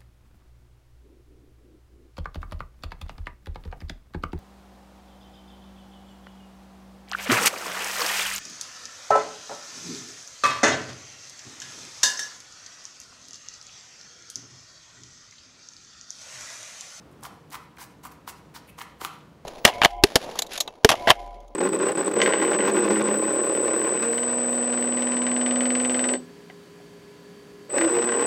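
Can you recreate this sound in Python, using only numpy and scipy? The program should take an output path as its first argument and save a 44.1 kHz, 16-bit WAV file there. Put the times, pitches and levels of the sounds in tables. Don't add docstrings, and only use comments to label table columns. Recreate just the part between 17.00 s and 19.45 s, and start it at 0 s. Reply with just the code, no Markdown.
import sys
import numpy as np
from scipy import signal
from scipy.fft import rfft, irfft
from scipy.io import wavfile
from scipy.ndimage import uniform_filter1d

SR = 44100
rng = np.random.default_rng(int(sys.argv[2]) if len(sys.argv) > 2 else 0)


def to_linear_factor(level_db):
    exponent = np.asarray(level_db, float) / 20
    return 10 ** exponent


def to_wav(s):
    ch = np.atleast_2d(s).T
    pcm = np.round(np.clip(ch, -1, 1) * 32767)
    wavfile.write(sys.argv[1], SR, pcm.astype(np.int16))


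N = 108045
T = np.arange(N) / SR


def unit(x):
    return x / np.sqrt(np.mean(x ** 2))


def shade(x, table):
    hz, db = np.array(table, float).T
    f = np.arange(len(x) // 2 + 1) * SR / len(x) + 1
    gain = to_linear_factor(np.interp(np.log(f), np.log(hz), db))
    return irfft(rfft(x) * gain, len(x))


def ring(x, hz, width, times=1):
    for _ in range(times):
        x = signal.lfilter(*signal.iirpeak(hz, hz / width, fs=SR), x)
    return x


def modes(x, table):
    return sum((-1) ** k * to_linear_factor(db) * ring(x, hz, width) for k, (hz, width, db) in enumerate(table))


def walk(rate):
    k = int(SR / rate)
    targets = rng.standard_normal(N // k + 1)
    return unit(uniform_filter1d(np.repeat(targets, k), k)[:N])


def fridge():
    # frequency in Hz, level in dB per Hz.
    rumble_colour = [(18, -52), (30, -6.5), (227, -1.5), (1040, -14), (1160, -12.5), (1250, -14.5),
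                     (1670, -19.5), (14400, -41.5), (16000, -40)]
    # pitch in Hz, width in Hz, level in dB.
    motor = [(65.2, 8.7, -64), (154.8, 16.4, -58.5), (298.2, 3.8, -65.5), (472.7, 9.6, -68)]
    rumble_db, drift_db_ratio, drift_hz = -53.5, 0.87, 3.83
    hum = sum(to_linear_factor(db) * unit(ring(rng.standard_normal(N), hz, width)) for hz, width, db in motor)
    rumble = unit(shade(rng.standard_normal(N), rumble_colour))
    return to_linear_factor(rumble_db) * rumble * to_linear_factor(drift_db_ratio * walk(drift_hz)) + hum


def touches():
    # start in seconds, length in seconds, level in dB, pitch in Hz, width in Hz.
    contacts = [(0.1145, .002, -57.5, 10600, 9000), (0.121, 0.014, -69, 9900, 8000),
                (0.205, 0.0016, -68, 13000, 6000), (.209, .0015, -53, 9900, 5000),
                (0.235, 0.0016, -36.5, 7060, 6000), (0.253, 0.0033, -48, 8200, 6000),
                (.501, 0.0045, -52, 10700, 7000), (0.507, 0.0011, -46, 4940, 6000),
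                (0.76, 0.0018, -64, 12000, 6000), (0.768, 0.0022, -56, 8000, 12000),
                (.77, 0.0067, -49, 1770, 2000), (.827, 0.0022, -43, 7000, 5000),
                (1.033, .01, -51.5, 9000, 14000), (1.1045, 0.0016, -56, 8040, 5000),
                (1.265, 0.0049, -60, 7900, 11900), (1.294, 0.001, -40, 8800, 3960),
                (1.672, .035, -56.5, 10900, 6000), (1.678, 0.03, -55, 2400, 1300),
                (1.784, 0.0045, -45.5, 6750, 4000), (1.547, .03, -48, 4600, 2500),
                (1.984, 0.017, -66, 10900, 8000), (2.187, 0.0018, -56.5, 10000, 4000)]
    out, size = np.zeros(N), 4096
    for s, length, db, hz, width in contacts:
        grit = rng.standard_normal(size) ** 3
        shape = np.sqrt(np.sin(np.pi * np.clip(T[:size] / length, 0, 1)).clip(0))
        start = int(s * SR)
        out[start:start + size] += to_linear_factor(db) * unit(ring(grit, hz, width, times=2)) * shape
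    return out


def cells(patch):
    cells_per_s, scatter_db, patchy_db = 7000, 2.5, 2
    on = rng.random(N) < cells_per_s / SR
    size = to_linear_factor(scatter_db * rng.exponential(size=N) + patchy_db * patch)
    return unit(on * rng.standard_normal(N) * size)


def stroke(column):
    # start, swell and hold in seconds, crunch in dB, board shake in dB.
    cuts = [
        (0.218, 0.021, 0.026, -46.5, -44.5),
        (0.506, 0.027, 0.023, -43.5, -41),
        (0.78, 0.0066, 0.031, -49, -46.5),
        (0.797, 0.014, 0.028, -46, -55),
        (1.026, 0.014, 0.03, -46.5, -48.5),
        (1.109, 0.0046, 0.0088, -54, -62),
        (1.268, 0.0091, 0.023, -40.5, -46),
        (1.536, 0.011, 0.027, -46.5, -49.5),
        (1.769, 0.019, 0.035, -46, -48),
        (1.992, 0.024, 0.046, -43.5, -43),
    ]
    release_s = 0.0068
    out = np.zeros(N)
    for row in cuts:
        start, swell, hold = row[:3]
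        t = T - start
        rise = np.clip(t / swell, 0, 1) ** 1.42
        release = np.exp(-np.clip(t - swell - hold, 0, 1) / release_s)
        out = np.hypot(out, to_linear_factor(row[column]) * rise * release)
    return out


def onion():
    # frequency in Hz, level in dB.
    crunch_colour = [(1500, 9), (2600, -7.5), (4000, -0.5), (7000, -2), (12000, -5), (15000, -2),
                     (16000, -23)]
    # pitch in Hz, width in Hz, level in dB.
    board = [(786, 144, 3.5), (1010, 154, 8.5), (1200, 170, 0.5), (1500, 240, -8), (2000, 740, -6),
             (3240, 240, -12.5)]
    drift_db, drift_hz, cell_q = 1.84, 29.75, 2.8
    hz, db = np.array(crunch_colour, float).T
    patch = walk(200)
    crunch = np.zeros(N)
    for f in np.geomspace(1500, 15000, 11):
        level = np.interp(np.log(f), np.log(hz), db) + drift_db * walk(drift_hz)
        crunch += to_linear_factor(level) * ring(cells(patch), f, f / cell_q)
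    force = cells(walk(200))
    shake = modes(force * stroke(column=4), board) / np.std(modes(force, board))
    return unit(crunch) * stroke(column=3) + shake


def burst(decay_s, size):
    x = ring(rng.standard_normal(size), 6200, 13000) * np.exp(-T[:size] / decay_s)
    return x / np.abs(x).max()


def knocks():
    # start in seconds, peak in dB, ring pitch in Hz, upper modes in dB, crack in dB.
    hits = [(.2285, -36, 945, -20, -20), (0.2434, -32, 1024, -15, -23), (0.2522, -34, 1200, 6, -20),
            (0.2551, -32.5, 1250, -12, -22), (0.2674, -32.5, 804, -25, -18), (0.5433, -30.5, 1010, -2, -20),
            (.5537, -26, 1107, -1.5, -26), (0.5568, -32.5, 1130, -30, -16), (0.784, -36.5, 1500, -10, -24),
            (0.8187, -38.5, 940, -8, -24), (1.0518, -29, 1050, -23, 0), (1.0559, -31.5, 1040, -10, -3),
            (1.0663, -34.5, 1050, -19, -18), (1.2766, -25, 1010, -8, -35), (1.563, -34.5, 1110, -3, -17),
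            (1.7881, -35, 1174, 3.5, -23), (1.808, -42, 1940, 11, -10), (1.8152, -27, 1070, 3, -28),
            (1.811, -32.5, 2040, -5, -24), (1.8211, -36, 1700, -3, -24), (2.0149, -24, 1160, -5, -14),
            (2.0175, -33, 400, -18, -24), (2.0489, -18.5, 1140, -0.5, 2), (2.0541, -27, 1200, -17, -27)]
    # pitch in Hz, width in Hz, level in dB.
    upper_modes = [(2060, 1000, 14), (2700, 200, 5), (2910, 220, 11), (4100, 2700, 5)]
    ring_width_hz, ring_lag_s, crack_s = 687, 0.0005, 0.00054
    thud_hz, thud_width_hz, thud_db = 330, 335, -23.5
    out, size = np.zeros(N), 1024
    tap = signal.unit_impulse(size)
    late_tap = np.roll(tap, int(ring_lag_s * SR))
    upper = modes(tap, upper_modes)
    thud = ring(tap, thud_hz, thud_width_hz, times=2)
    for s, db, hz, upper_db, crack_db in hits:
        low = ring(late_tap, hz, ring_width_hz, times=3)
        hit = low / low.max() + to_linear_factor(upper_db) * upper / upper.max()
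        hit += to_linear_factor(crack_db) * burst(crack_s, size) + to_linear_factor(thud_db) * thud / thud.max()
        start = int(s * SR)
        out[start:start + size] += to_linear_factor(db) * hit
    return out


def kitchen(x):
    # band centre in Hz, time to fall 60 dB in seconds.
    decay = [(300, 0.53), (1000, 0.6), (2000, 0.47), (4000, 0.55), (8000, 0.34), (14000, 0.12)]
    # band centre in Hz, level in dB.
    colour = [(300, -2.5), (1000, -3.5), (2000, -1), (4000, -5.5), (8000, -2.5), (14000, 2)]
    tail_db, gap_s, flutter_db = -7, 0.0044, 2.5
    early_s, early_db = 0.023, -15.5
    t = T[:SR]
    tail = np.zeros(SR)
    for (hz, t60), (_, db) in zip(decay, colour):
        band = ring(rng.standard_normal(SR), hz, 0.92 * hz)
        tail += to_linear_factor(db) * band * 1000. ** (-t / t60) * to_linear_factor(flutter_db * walk(40)[:SR])
    early = rng.standard_normal(SR) * np.exp(-t / early_s)
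    echo = to_linear_factor(tail_db) * unit(tail) + to_linear_factor(early_db) * unit(early)
    echo = echo * (t > gap_s) / np.sqrt(SR)
    return signal.fftconvolve(x, echo)[:N]


def scene():
    near = touches() + onion() + knocks()
    return (near + kitchen(near) + fridge())[None]


def band_limit(x):
    return signal.sosfilt(signal.butter(12, 16860, fs=SR, output="sos"), x)


def record(dry):
    low_hz, top_hz = 54, 15750
    mix = signal.sosfilt(signal.butter(4, low_hz, "high", fs=SR, output="sos"), dry)
    mix = signal.sosfilt(signal.ellip(10, 0.3, 60, top_hz, fs=SR, output="sos"), mix)
    return band_limit(mix)


dry = scene()
out = record(dry)
to_wav(out)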